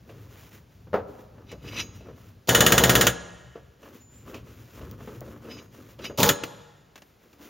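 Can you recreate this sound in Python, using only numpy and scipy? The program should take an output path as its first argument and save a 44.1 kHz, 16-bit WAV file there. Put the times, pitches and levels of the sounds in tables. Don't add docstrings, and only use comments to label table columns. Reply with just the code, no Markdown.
import sys
import numpy as np
from scipy import signal
from scipy.fft import rfft, irfft, next_fast_len
from scipy.io import wavfile
from scipy.ndimage import uniform_filter1d

SR = 44100
rng = np.random.default_rng(int(sys.argv[2]) if len(sys.argv) > 2 else 0)


def to_wav(s):
    ch = np.atleast_2d(s).T
    pcm = np.round(np.clip(ch, -1, 1) * 32767)
    wavfile.write(sys.argv[1], SR, pcm.astype(np.int16))


N = 330309
TIME = np.arange(N) / SR
AGE = TIME[:SR]

# (open [s], close [s], first blow [s], blow rate [1/s], then relative levels:
# exhaust [dB], hiss [dB], rattle [dB], socket ring [dB], deck ring [dB])
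PULLS = [(2.474, 3.076, 2.4905, 17.3, -2.5, -8, 1.5, -13.5, -20.5),
         (6.175, 6.3, 6.2306, 16.7, -3, -3, -1.5, -21, -29)]
# (frequency [Hz], relative level [dB])
TAP_COLOUR = [(500, -18.5), (2000, -1), (2800, 7), (4000, -5.5), (7000, -9), (15000, -22.5)]


def undb(db):
    return 10 ** (np.asarray(db) / 20)


def unit(x):
    return x / np.sqrt(np.mean(x ** 2))


def noise():
    return rng.standard_normal(N)


def curve(rows):
    s, level = np.transpose(rows)
    return np.interp(TIME, s, level)


def during(rows):
    return 1. * ((TIME > rows[0][0]) & (TIME < rows[-1][0]))


def fade(t60):
    return np.exp(-np.log(1000) * AGE / t60)


def add(out, s, x):
    i = int(s * SR)
    out[i:i + len(x)] += x[:N - i]


def response(points, size=4096):
    hz, db = np.transpose(points)
    bins_hz = np.arange(size // 2 + 1) * SR / size
    log_gain = np.log(undb(np.interp(np.log(bins_hz + 1), np.log(hz), db)))
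    cepstrum = irfft(log_gain)
    cepstrum[1:size // 2] *= 2
    cepstrum[size // 2 + 1:] = 0
    return irfft(np.exp(rfft(cepstrum))) * np.sqrt(SR / 2)


def through(x, h):
    return signal.oaconvolve(x, h)[:N]


def tint(x, points):
    h = response(points)
    return through(x, h / np.linalg.norm(h))


def ring(modes, scatter_db=0, detune=0):
    chance = rng.standard_normal((len(modes), 2))
    out = 0
    for (hz, db, t60), (strength, pitch) in zip(modes, chance):
        tone = np.sin(2 * np.pi * hz * (1 + detune * pitch) * AGE)
        out = out + undb(db + scatter_db * strength) * fade(t60) * tone
    return out


def burst(t60):
    return rng.standard_normal(SR) * fade(t60)


def walk(rate):
    k = int(SR / rate)
    steps = np.repeat(rng.standard_normal(N // k + 1), k)
    return 1.2 * uniform_filter1d(uniform_filter1d(steps, k), k)[:N]


def slips(per_s, spread_db):
    moments = rng.random(N) < per_s / SR
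    return unit(moments * noise() * undb(spread_db * np.clip(noise(), -2, 2)))


def bounces(x, t60):
    h = burst(t60)
    return through(x, h / np.linalg.norm(h))


def gesture(start, length, attack, release):
    rise = np.clip((TIME - start) / attack, 0, 1)
    return rise * np.exp(-np.maximum(TIME - start - length, 0) / release)


def hands():
    # (start [s], length [s], friction [dB], leather hiss [dB]), relative levels
    strokes = [(0.043, 0.21, -52.5, -60), (0.283, .19, -56.5, -53), (0.503, 0.042, -51.5, -49),
               (.68, 0.14, -70, -66), (1.053, 0.16, -50.5, -60.5), (1.304, 0.17, -54.5, -87),
               (1.463, 0.084, -54, -69), (1.609, 0.23, -44, -55), (1.922, 0.039, -56, -55.5),
               (2.032, 0.048, -45.5, -66), (2.136, 0.16, -57, -60), (3.785, 0.11, -49, -57),
               (3.921, 0.042, -56, -50.5), (4.089, 0.16, -58, -61), (4.245, 0.12, -44.5, -53),
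               (4.434, 0.34, -57, -56.5), (4.727, 0.21, -47, -56.5), (4.969, 0.2, -45, -53.5),
               (5.217, 0.15, -46.5, -56.5), (5.398, 0.23, -46, -56), (5.7, 0.22, -53.5, -55.5),
               (5.977, 0.084, -41.5, -53.5)]
    # (start [s], length [s], friction [dB], fur hiss [dB]), relative
    nuzzles = [(7.02, .09, -71, -67.5), (7.193, .16, -61, -62.5), (7.374, 0.14, -49.5, -53)]
    # (time [s], relative level [dB])
    rumble_levels = [
        [(0.0, -54.5), (0.2, -51.5), (0.78, -56.5), (1.0, -45), (1.14, -59.5), (1.79, -45), (2.42, -56)],
        [(3.62, -53), (3.76, -67.5), (4.44, -47), (4.71, -56), (4.82, -45), (5.87, -57), (6.15, -46.5)],
    ]
    # (frequency [Hz], relative level [dB])
    rumble_colour = [(20, -8), (40, -16.5), (62, 2), (80, 0), (115, 4.5), (170, -7), (260, -11), (600, -62)]
    # (frequency [Hz], relative level [dB])
    rub_colour = [(80, -33), (220, 8.5), (300, 8), (520, 3), (750, -15.5), (1300, -5.5), (2200, -27),
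                  (4000, -39), (10000, -54.5)]
    # (frequency [Hz], relative level [dB])
    thread_colour = [(150, -12), (500, 0), (900, -2), (1500, -6), (2300, -14), (4000, -30), (12000, -48)]
    # (frequency [Hz], relative level [dB])
    leather_colour = [(500, 3.5), (1800, 5.5), (3000, 3.5), (4500, -2.5), (7000, 0.5), (11000, -3),
                      (15000, -1)]
    rub_gain = hiss_gain = 0
    for start, length, rub_db, hiss_db in strokes + nuzzles:
        pressure = gesture(start, length, attack=0.044, release=0.037)
        rub_gain = rub_gain + undb(rub_db) * pressure
        hiss_gain = hiss_gain + undb(hiss_db) * pressure
    rumble_gain = 0
    for rows in rumble_levels:
        soft_edges = uniform_filter1d(during(rows), SR // 20)
        rumble_gain = rumble_gain + undb(curve(rows)) * soft_edges
    rumble = tint(noise(), rumble_colour) * rumble_gain * undb(2.0 + 1.0 * walk(60))
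    rub = tint(slips(per_s=1700, spread_db=0), rub_colour) * rub_gain * undb(-2.5 + 2 * walk(35))
    catches = bounces(slips(per_s=70, spread_db=1), t60=.04)
    ticks = tint(catches, thread_colour) * rub_gain * undb(-10.5)
    leather = tint(slips(per_s=6900, spread_db=0), leather_colour) * hiss_gain * undb(-1.77 + 1.6 * walk(30))
    return rumble + rub + ticks + leather


def knocks():
    # (time [s], relative level [dB], brightness [dB])
    bumps = [(0.093, -30, -16.5), (0.871, -33.5, -34), (1.525, -25.5, -34), (1.645, -30.5, -30),
             (2.006, -33, -19), (2.057, -30, -38), (2.085, -27.5, -36.5), (3.555, -30.5, -20.5),
             (3.829, -35.5, -12), (4.271, -34.5, -15.5), (4.343, -29.5, -5), (4.81, -28.5, -18.5),
             (5.005, -29, -28), (5.074, -21.5, -26), (5.214, -25, -33), (5.276, -30, -30),
             (5.447, -30, -21), (5.486, -27, -26), (5.99, -27.5, -13.5), (6.098, -21, -27)]
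    # (time [s], relative level [dB])
    thuds = [(.931, -4), (.941, 2.5), (.951, -5), (3.555, -21)]
    # (frequency [Hz], relative level [dB], t60 [s])
    hollow_modes = [(211, -10, .15), (432, 0, .09), (546, -7, .08), (597, -9, .12), (682, -6, .08),
                    (1133, -9, .1), (1335, -7, .1)]
    # (frequency [Hz], relative level [dB])
    bump_colour = [(40, -10.5), (110, 1), (280, 3), (520, 6), (800, -9.5), (1400, -12.5), (2500, -25.5),
                   (8000, -48.5)]
    # (frequency [Hz], density [dB per Hz])
    thump_spectrum = [(40, -80), (120, -65), (220, -60.5), (450, -45.5), (900, -58.5), (1400, -60),
                      (2400, -75), (4000, -87.5), (8000, -98), (16000, -98)]
    dull, bright, thump, hollow = np.zeros((4, N))
    for s, db, bright_db in bumps:
        add(dull, s, undb(db - 12.5) * burst(0.17))
        add(bright, s, undb(db + bright_db - 9) * burst(0.19))
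    for s, db in thuds:
        add(thump, s, undb(db) * burst(0.18))
        add(hollow, s, undb(db - 26.5) * ring(hollow_modes))
    padded = tint(dull, bump_colour) + tint(bright, TAP_COLOUR)
    return padded + through(thump, response(thump_spectrum)) + hollow


def snaps():
    # (time [s], level [dB])
    snap_times = [(.492, -42), (3.948, -44), (4.913, -34), (5.207, -33)]
    # (frequency [Hz], relative level [dB])
    snap_colour = [(500, -18), (3000, -6.5), (6500, 1), (10000, -4), (16000, 6)]
    out = np.zeros(N)
    for s, db in snap_times:
        add(out, s, undb(db) * burst(0.0067))
    return tint(out, snap_colour)


def clicks():
    # (time [s], relative level [dB])
    click_times = [(.55, -32), (1.516, -12.5), (4.344, -14.5), (6.043, -8.5), (6.436, 3), (6.957, -12.5),
                   (6.978, -18.5), (7.02, -18.5), (7.33, -24.5)]
    # (time [s], level [dB])
    thin_rings = [(6.438, -47), (6.978, -56)]
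    # (frequency [Hz], density [dB per Hz])
    tick_spectrum = [(60, -72.5), (200, -57.5), (900, -63.5), (1700, -64.5), (2800, -64), (4000, -72.5),
                     (7500, -71.5), (11000, -83), (16000, -79)]
    contact, thin = np.zeros((2, N))
    for s, db in click_times:
        add(contact, s, undb(db) * burst(0.057))
    for s, db in thin_rings:
        add(thin, s, undb(db) * ring([(11440, 0, 0.67)]))
    return through(contact, response(tick_spectrum)) + thin


def scrapes():
    # (slip [s], time to swell tenfold [s], relative level [dB])
    scrape_times = [(1.493, 0.026, -53), (1.517, 0.028, -49.5), (1.69, .07, -45.5), (1.804, 0.077, -29),
                    (5.513, 0.026, -42.5), (5.59, 0.078, -48), (6.055, 0.031, -32.5)]
    # (frequency [Hz], relative level [dB], t60 [s])
    blade_modes = [(2340, -2, .05), (2620, 0, .08), (2980, -3, .05), (3720, -4, .05), (3980, -3, .06),
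                   (4880, -5, .07), (5130, -7, .06), (5790, -7, .07), (6050, -6, .07), (6620, -18.5, .5),
                   (10200, -20, .1), (12800, -19, .12), (14000, -23, .12), (14400, -20, .12)]
    release_s = 0.031
    pressure = 0
    for s, swell, db in scrape_times:
        decades_down = np.maximum((s - TIME) / swell, (TIME - s) / release_s).clip(0, 10)
        pressure = pressure + undb(db) * 10 ** -decades_down
    grit = pressure * slips(per_s=7000, spread_db=2) * undb(2.2 * walk(130))
    blade = sum(through(grit * undb(3 * walk(35)), ring([mode])) for mode in blade_modes)
    blade = blade / np.linalg.norm(ring(blade_modes))
    return undb(-3) * blade + undb(-4.0) * tint(grit, TAP_COLOUR)


def blow_times(pull):
    _, off, first, per_s = pull[:4]
    return np.arange(first, off, 1 / per_s)


def motor():
    # (frequency [Hz], width [Hz], relative level [dB])
    cavities = [
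        [(68.7, 15, 1.5), (124, 16.5, 6.5), (178.5, 18, 3.5), (237, 53, -3), (358.5, 128, -2), (465, 56, -1),
         (546, 33, -5), (713, 26, -20.5)],
        [(63, 19, -5), (121, 43, -1.5), (167, 44, 6), (260, 36, -0.5), (392, 65, 1), (465, 34, -2.5),
         (566, 18, -2), (834, 44, 1)],
    ]
    # (frequency [Hz], density [dB per Hz])
    jet_spectrum = [(200, -71), (700, -65.5), (1400, -77), (2500, -66.5), (6000, -65.5), (11000, -73.5),
                    (16000, -65)]
    stall_hz, vane_gain_hz, recover_s = 74.57, 140.1, .05
    spin_up_s, jolt_s = 0.013, 0.001
    stalls = np.concatenate([[pull[0], *blow_times(pull)] for pull in PULLS])
    since = np.abs(TIME - stalls[np.searchsorted(stalls, TIME) - 1])
    regained = since - recover_s * (1 - np.exp(-since / recover_s))
    turns = stall_hz * since + vane_gain_hz * regained
    phase = (turns + .04 * walk(40)) % 1
    puff = np.exp(-phase / 0.26)
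    jolt = np.exp(-since / jolt_s)
    edges = unit(np.diff(puff, prepend=0))
    breath = unit((0.26 + puff) * noise())
    exhaust = undb(-5.5) * edges + undb(0.5) * breath + undb(-0.5) * jolt
    muffler = signal.butter(4, [54, 1400], "band", fs=SR, output="sos")
    out = 0
    for (on, off, _, _, db, hiss_db, *_), cavity in zip(PULLS, cavities):
        valve = (TIME > on) * np.exp(-np.maximum(TIME - off, 0) / 0.016)
        speed = np.clip((TIME - on) / spin_up_s, 0, 1)
        flow = valve * speed * undb(db) * exhaust
        boom = 0
        for hz, width, gain_db in cavity:
            boom = boom + undb(gain_db) * signal.lfilter(*signal.iirpeak(hz, hz / width, fs=SR), flow)
        boom = signal.sosfilt(muffler, boom)
        hiss = valve * (0.45 + 0.8 * speed) * undb(hiss_db) * unit(1.1 + puff) * noise()
        out = out + undb(-5.5) * boom + through(hiss, response(jet_spectrum))
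    return out


def hammer():
    # (time [s], relative level [dB])
    grazes = [(6.202, -10.5), (6.2624, -15)]
    # (frequency [Hz], relative level [dB], t60 [s])
    socket_modes = [(2955, 0, .12), (6853, -2, .12), (8794, -4, .2)]
    # (frequency [Hz], relative level [dB], t60 [s])
    deck_modes = [(501, -14, .5), (1190, -9, .2), (1293, -8, .2), (1460, -2, .22), (1635, -6, .22),
                  (1672, -7, .6), (1745, -6, .25), (1858, 1, .14), (2046, -4, .2), (2600, -21, .4),
                  (3101, -11, .35), (3355, -6, .2), (3640, -6, .2), (4095, -16, .7), (5400, -18, .5),
                  (6400, -9, .2), (6538, -4, .35), (7165, -13, .4), (7515, -8, .15)]
    # (frequency [Hz], density [dB per Hz])
    crack_spectrum = [(300, -63), (1500, -56), (3000, -46), (6000, -53.5), (10000, -50), (13000, -50.5),
                      (16000, -53)]
    # (frequency [Hz], density [dB per Hz])
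    crash_spectrum = [(100, -81), (300, -55.5), (500, -60.5), (950, -69.5), (1300, -46.5), (1900, -50.5),
                      (2400, -57.5), (3400, -52), (4500, -64), (8000, -52.5), (11000, -77.5), (13000, -65),
                      (16000, -78)]
    blow_db, sag_db_per_s = -2.5, 1.5
    ring_damp_db_per_s = 11.5
    wind_up_s = 0.016
    crack, rattle, steel = np.zeros((3, N))
    same_path = burst(0.1)
    for pull in PULLS:
        on, *_, rattle_db, socket_db, deck_db = pull
        for s in blow_times(pull):
            held = s - on
            force = undb(blow_db - sag_db_per_s * held) * (1 - np.exp(-held / wind_up_s))
            add(crack, s, force * burst(0.045))
            add(rattle, s, force * undb(rattle_db) * (same_path + undb(0.5) * burst(0.12)))
            socket = undb(socket_db) * ring(socket_modes, scatter_db=1.5, detune=.001)
            deck = undb(deck_db) * ring(deck_modes, scatter_db=3, detune=.004)
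            add(steel, s, force * undb(-ring_damp_db_per_s * held) * (socket + deck))
    for s, db in grazes:
        add(crack, s, undb(db) * burst(0.04))
    return through(crack, response(crack_spectrum)) + through(rattle, response(crash_spectrum)) + steel


def squeaks():
    # (start [s], length [s], starting pitch [Hz], mean level [dB])
    squeak_times = [(3.998, 0.206, 7080, -58), (5.498, 0.037, 5030, -48.5)]
    rise_hz_per_s = 750
    out = 0
    for start, length, hz, db in squeak_times:
        pitch = hz + rise_hz_per_s * np.clip(TIME - start, 0, length)
        waver = 1 + .012 * walk(400) + .008 * walk(35)
        tone = np.sin(2 * np.pi * np.cumsum(pitch * waver) / SR)
        out = out + tone * undb(db + 3 * walk(50)) * gesture(start, length, attack=0.016, release=0.03)
    return out


def echo():
    # (band centre [Hz], t60 [s], relative level [dB])
    room = [(90, 2.4, -14.5), (250, 0.66, -10), (550, 1.09, -13), (980, 1.01, -11.5), (1600, 1.36, -19),
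            (3430, 1.2, -21), (7000, 1.06, -20), (12700, 0.11, -7)]
    log_hz = np.log(np.arange(SR // 2 + 1) + 1.)
    centres = np.log(np.array(room)[:, 0])
    white, h = rfft(rng.standard_normal(SR)), 0
    for share, (_, t60, db) in zip(np.eye(len(room)), room):
        tail = fade(t60) * np.clip(AGE / 0.0032, 0, 1)
        band = irfft(white * np.interp(log_hz, centres, share), SR)
        h = h + undb(db) * band * tail / np.linalg.norm(tail)
    return h


def scene():
    # (frequency [Hz], density [dB per Hz])
    air_spectrum = [(25, -100), (70, -84), (130, -89.5), (400, -91.5), (1000, -102), (3000, -107),
                    (8000, -113), (16000, -114)]
    # (frequency [Hz], relative level [dB])
    width_levels = [(60, -16.5), (300, -10.5), (800, -1.5), (1500, -4.5), (2500, -27.5), (6000, -20.5),
                    (9000, -23), (16000, -5)]
    near = hands() + knocks() + snaps() + clicks() + scrapes() + motor() + hammer() + squeaks()
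    air = response(air_spectrum)
    mid = near + through(near, echo()) + through(noise() * undb(walk(2)), air)
    diffuse = through(near, echo()) + through(noise(), air)
    spread = through(diffuse, response(width_levels)) / np.sqrt(SR / 2)
    lean = undb(-23) * signal.lfilter(*signal.butter(1, 900, fs=SR), mid)
    return np.array([mid + spread + lean, mid - spread - lean])


def record(dry):
    # (frequency [Hz], phase [radians])
    port_phase = [(6200, 0), (7050, .6), (7700, 3.1), (9300, 3.1), (9900, 2.5), (11000, 2.4), (14500, .6),
                  (16000, .3)]
    size = next_fast_len(N + 4096)
    turn = np.interp(np.arange(size // 2 + 1) * SR / size, *np.transpose(port_phase))
    turned = rfft(dry, size) * np.exp(1j * np.array([turn, -turn]) / 2)
    ports = irfft(turned, size)[:, :N]
    ports = signal.sosfilt(signal.butter(2, 42, "high", fs=SR, output="sos"), ports)
    rounded = np.tanh(ports)
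    return signal.sosfilt(signal.ellip(10, .2, 70, 15800, fs=SR, output="sos"), rounded)


dry = scene()
out = record(dry)
to_wav(out)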